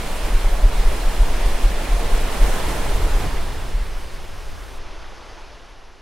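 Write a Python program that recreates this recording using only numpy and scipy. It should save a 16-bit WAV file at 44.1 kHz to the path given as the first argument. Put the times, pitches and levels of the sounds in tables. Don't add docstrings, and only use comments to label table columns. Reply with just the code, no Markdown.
import sys
import numpy as np
from scipy import signal
from scipy.io import wavfile

SR = 44100
rng = np.random.default_rng(int(sys.argv[2]) if len(sys.argv) > 2 else 0)


def to_wav(sig):
    pcm = np.clip(np.atleast_2d(sig), -1, 1) * 32767
    pcm = np.round(pcm).astype(np.int16)
    wavfile.write(sys.argv[1], SR, pcm.T)


N = 265041
TIME = np.arange(N) / SR


# frequency in Hz, relative level in dB.
CHURN_COLOUR = [(80, -7), (150, 0), (250, -2.5), (420, -1), (620, -2), (930, -3.5), (1350, -11.5),
                (2200, -24.5)]

def churn(level_db):
    roar = rush(CHURN_COLOUR, patchy_db=0.52, patch_rate=8.7, bands=13)
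    bubbles = grains(CHURN_COLOUR, 306.5, 1583, per_s=700, cycles=13.6, size_db=2.5, pan_db=7, count=24)
    return from_db(level_db) * (from_db(-0.98) * roar + from_db(-6) * bubbles)


# frequency in Hz, relative level in dB.
SPLASH_COLOUR = [(700, -7.5), (1300, 0.5), (1900, 1.5), (3100, -1.5), (4100, -5), (5000, -7.5), (6200, -16),
                 (8500, -18.5)]

def splash(level_db):
    sheets = rush(SPLASH_COLOUR, patchy_db=1.0, patch_rate=9.5, bands=14)
    drops = grains(SPLASH_COLOUR, 1400, 6040, per_s=2000, cycles=58, size_db=0.5, pan_db=15, count=26)
    flutter_db = 0.19 * drift(25)
    return from_db(level_db + flutter_db) * (from_db(-0.08) * sheets + from_db(-8.0) * drops)


# frequency in Hz, relative level in dB.
SPRAY_COLOUR = [(5000, -5.5), (7000, -3.5), (8200, -4.5), (9300, -2.5), (11000, -6), (13000, -9.5),
                (15500, -13)]

def spray(level_db, linger_db=-55.5, treble_cut_s=4.785, fade_s=0.016):
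    strength = np.hypot(from_db(level_db), from_db(linger_db))
    gate = np.clip((treble_cut_s - TIME) / fade_s + .5, 0, 1)
    hiss = rush(SPRAY_COLOUR, patchy_db=0.85, patch_rate=22, bands=10)
    fizz = grains(SPRAY_COLOUR, 6700, 12300, per_s=5700, cycles=11, size_db=3.0, pan_db=24, count=10)
    flicker = from_db(0.73 * drift(16))
    return gate * strength * flicker * (from_db(-.5) * hiss + from_db(-8.5) * fizz)


# start in seconds, rms level at the peak in dB.
COLLAPSES = [(2.644, -30), (2.975, -29), (3.165, -35), (3.225, -29), (3.37, -46), (3.559, -36)]
# frequency in Hz, relative level in dB.
POCKET_COLOUR = [(65, 8), (95, 5), (130, -1), (175, -6), (300, -11.5), (420, -20)]

def air_pockets():
    strength = sum(from_db(peak_db) * puff(s, rise_s=.02) for s, peak_db in COLLAPSES)
    return strength * rush(POCKET_COLOUR, patchy_db=2.5, patch_rate=10.4, bands=5, spread=.5)


# moment in seconds, level in dB, pitch in Hz.
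LOW_THUDS = [(.254, -11, 28), (.354, -6, 26), (.465, -7, 27), (.534, -9, 28), (.659, -2.5, 31),
             (.801, -11, 34), (.877, -6, 28), (1.083, -9.5, 20), (1.224, -3, 33), (1.464, -5.5, 31),
             (1.661, -3, 31), (1.938, -6, 28), (2.141, -10, 24), (2.241, -9.5, 23), (2.436, -4, 30),
             (2.956, -7.5, 29), (3.054, -8.5, 27), (3.162, -9.5, 24), (3.756, -13, 34), (3.816, -13, 30),
             (4.62, -24, 38)]

def thuds(swing_cycles=0.58, knock_hz=88, knock_db=-17, knock_s=0.014,
          shudder_hz=41, shudder_db=-18, shudder_s=0.027):
    out = np.zeros(N)
    for s, level_db, hz in LOW_THUDS:
        age = TIME - s
        lead = from_db(level_db) / 3
        envelope = np.exp((lead ** 2 - (hz * age + lead) ** 2) / swing_cycles ** 2)
        swing = np.cos(2 * np.pi * hz * age) * envelope
        shudder = from_db(shudder_db) * np.cos(2 * np.pi * shudder_hz * age) * puff(s, shudder_s)
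        knock = from_db(level_db + knock_db) * np.cos(2 * np.pi * knock_hz * age) * bump(s, knock_s)
        out += from_db(level_db) * (swing + shudder + knock)
    return out


# frequency in Hz, relative level in dB.
RUMBLE_COLOUR = [(6, -10), (12, 8), (20, 1), (30, -1), (43, -5.5), (51, -13), (62, -16)]

def rumble():
    strength = swell(hold_s=(.3, 3.2), level_db=-20, rise_db_per_s=1.8, fall_db_per_s=8.1)
    return strength * rush(RUMBLE_COLOUR, patchy_db=1.0, patch_rate=3.8, bands=9, spread=0)


# frequency in Hz, relative level in dB.
BOOM_COLOUR = [(45, 8.5), (64, 5), (85, -8), (115, -8.5), (160, -13), (250, -22.5)]

def boom(full_thud_db=-22, db_per_thud_db=2.6):
    after_thuds = sum(from_db(full_thud_db + db_per_thud_db * level_db) * puff(s, rise_s=0.038)
                      for s, level_db, _ in LOW_THUDS)
    sinking = swell(hold_s=(2.97, 3.25), level_db=-28.5, rise_db_per_s=24, fall_db_per_s=15.5)
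    body = rush(BOOM_COLOUR, patchy_db=0.5, patch_rate=8.7, bands=6, spread=0)
    return np.hypot(sinking, after_thuds) * body


# frequency in Hz, relative level in dB.
HEAVE_COLOUR = [(20, -9), (40, 6), (70, -1.5), (110, -6.5), (200, -19.5), (500, -19.5), (1100, -23.5),
                (2200, -71)]

def heave():
    ears = [rush(HEAVE_COLOUR, patchy_db=1.5, patch_rate=1.7, bands=8, spread=0)[0] for _ in range(2)]
    strength = swell(hold_s=(3.05, 4.55), level_db=-38, rise_db_per_s=8.8, fall_db_per_s=10)
    return strength * np.array(ears)


# frequency in Hz, relative level in dB.
WASH_COLOUR = [(110, -21), (220, -5), (370, 0.5), (750, 0), (1200, -1.5), (1900, -6.5), (2900, -8),
               (4200, -12.5), (5400, -10.5), (7200, -24), (8100, -32), (10200, -24.5), (11500, -31),
               (12500, -46)]

def wash():
    foam = rush(WASH_COLOUR, patchy_db=0.8, patch_rate=18, bands=26, spread=0.041)
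    bubbles = grains(WASH_COLOUR, 410, 2130, per_s=800, cycles=63, size_db=5.5, pan_db=14, count=14)
    strength = swell(hold_s=(4.2, 5.3), level_db=-41.5, rise_db_per_s=1.2, fall_db_per_s=10.9)
    return strength * (from_db(-0.98) * foam + from_db(-11) * bubbles)


def wave_echoes(x, count=40, total_db=-18, longest_s=.05):
    out = x.copy()
    gain = from_db(total_db) / np.sqrt(count)
    for late, sign in rng.random((count, 2)):
        lag = 1 + int(late * longest_s * SR)
        out[:, lag:] += np.sign(sign - .5) * gain * x[:, :-lag]
    return out


# frequency in Hz, likeness from 0 to 1.
EAR_LIKENESS = [(60, .9), (150, .72), (700, .74), (2400, .76), (4500, .48), (7000, .42), (9600, .72),
                (13000, .56)]
# frequency in Hz, left minus right in dB.
EAR_BALANCE = [(60, -6), (180, -3.5), (800, -4), (2300, -0.4), (4400, -1.7), (8000, 0)]
# time in seconds, stereo width as a factor.
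STEREO_WIDTH = [(0, 0.9), (2.6, 1.1), (4.7, 0.27)]

def rush(colour, patchy_db, patch_rate, bands, spread=1):
    edges = np.geomspace(colour[0][0], colour[-1][0] * 2 ** (1 / 10), bands + 1)
    white = rng.standard_normal((2, 2, N + SR // 2))
    width = spread * np.interp(TIME, *np.transpose(STEREO_WIDTH))
    out = 0
    for k, (low, high) in enumerate(zip(edges, edges[1:])):
        bandpass = signal.butter(2, [low, high], "band", fs=SR, output="sos")
        mid, side = signal.sosfilt(bandpass, white[k % 2])[:, -N:]
        hz = np.sqrt(low * high)
        alike = at_hz(EAR_LIKENESS, hz)
        side = side * width * np.sqrt((1 - alike) / (1 + alike))
        gain = from_db(at_hz(colour, hz) + patchy_db * drift(patch_rate))
        out = out + panned(gain * np.array([mid + side, mid - side]), spread * at_hz(EAR_BALANCE, hz))
    return out / np.std(out.mean(axis=0))


def grains(colour, low_hz, high_hz, per_s, cycles, size_db, pan_db, count):
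    out = np.zeros((2, N))
    per_pitch = int(per_s * N / SR / count)
    for hz in np.geomspace(low_hz, high_hz, count):
        when, size, sign, place = rng.random((4000, 4))[:per_pitch].T
        size_steps = np.minimum(-np.log(1 - size), 4)
        height = np.sign(sign - .5) * from_db(size_db * size_steps)
        ear_gains = from_db(np.outer([1, -1], pan_db * (place - .5)))
        clicks = np.zeros((2, N))
        clicks[:, (when * N).astype(int)] = height * ear_gains
        plinks = panned(ring(clicks, hz, t60=cycles / hz), at_hz(EAR_BALANCE, hz))
        out += plinks * hz * from_db(at_hz(colour, hz))
    return rms_one(out)


def ring(clicks, hz, t60):
    r, w = np.exp(-np.log(1000) / (t60 * SR)), 2 * np.pi * hz / SR
    return signal.lfilter([0, np.sin(w)], [1, -2 * r * np.cos(w), r * r], clicks + 1e-18)


def lunge(level_db, build_db_per_s, crest_db, fall_db_per_s, jaws_close_s=2.54, sink_s=3.18):
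    build = build_db_per_s * np.minimum(TIME - sink_s, 0)
    crest = crest_db * bump(jaws_close_s, half_width_s=.38)
    fall = fall_db_per_s * np.maximum(TIME - sink_s, 0)
    return level_db + build + crest - fall


def swell(hold_s, level_db, rise_db_per_s, fall_db_per_s):
    early_s, late_s = np.maximum(hold_s[0] - TIME, 0), np.maximum(TIME - hold_s[1], 0)
    return from_db(level_db - rise_db_per_s * early_s - fall_db_per_s * late_s)


def bump(s, half_width_s):
    return np.exp(-((TIME - s) / half_width_s) ** 2)


def puff(s, rise_s):
    age = np.maximum(TIME - s, 0) / rise_s
    return age * np.exp(1 - age)


def drift(rate, hop=40, settle=2000):
    r = np.exp(-2 * np.pi * rate * hop / SR)
    noise = rng.standard_normal(N // hop + settle + 2)
    slow = signal.lfilter([1], [1, -2 * r, r * r], noise)[settle:]
    return np.interp(np.arange(N) / hop, np.arange(len(slow)), rms_one(slow))


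def panned(x, lean_db):
    return x * np.sqrt(from_db([[lean_db], [-lean_db]]))


def at_hz(curve, hz):
    frequencies, values = np.transpose(curve)
    return np.interp(np.log(hz), np.log(frequencies), values)


def from_db(db):
    return 10 ** (np.asarray(db) / 20)


def rms_one(x):
    return x / np.sqrt(np.mean(x ** 2) + 1e-20)


# moment in seconds, lift of the churn in dB.
SLOSHES = [(.26, 2.2), (.93, 1.4), (1.45, 1.3), (2.46, 1.8), (2.72, 1.0), (3.24, 1.8)]

def scene():
    slosh_db = sum(lift_db * bump(s, half_width_s=0.036) for s, lift_db in SLOSHES)
    dip_db = 2.8 * bump(0.627, half_width_s=.075)
    treble_db = 0.68 * slosh_db - dip_db
    churn_db = slosh_db + lunge(-31.5, build_db_per_s=.5, crest_db=2.5, fall_db_per_s=16.5)
    splash_db = treble_db + lunge(-36.5, build_db_per_s=.15, crest_db=2, fall_db_per_s=11.5)
    spray_db = treble_db + lunge(-43, build_db_per_s=.1, crest_db=3.5, fall_db_per_s=16)
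    white_water = churn(churn_db) + splash(splash_db) + wash() + spray(spray_db)
    return thuds() + rumble() + boom() + heave() + air_pockets() + wave_echoes(white_water)


def record(dry):
    lowpass = signal.ellip(12, .1, 90, 15750, fs=SR, output="sos")
    return signal.sosfilt(lowpass, np.clip(dry, -1, 1))


dry = scene()
out = record(dry)
to_wav(out)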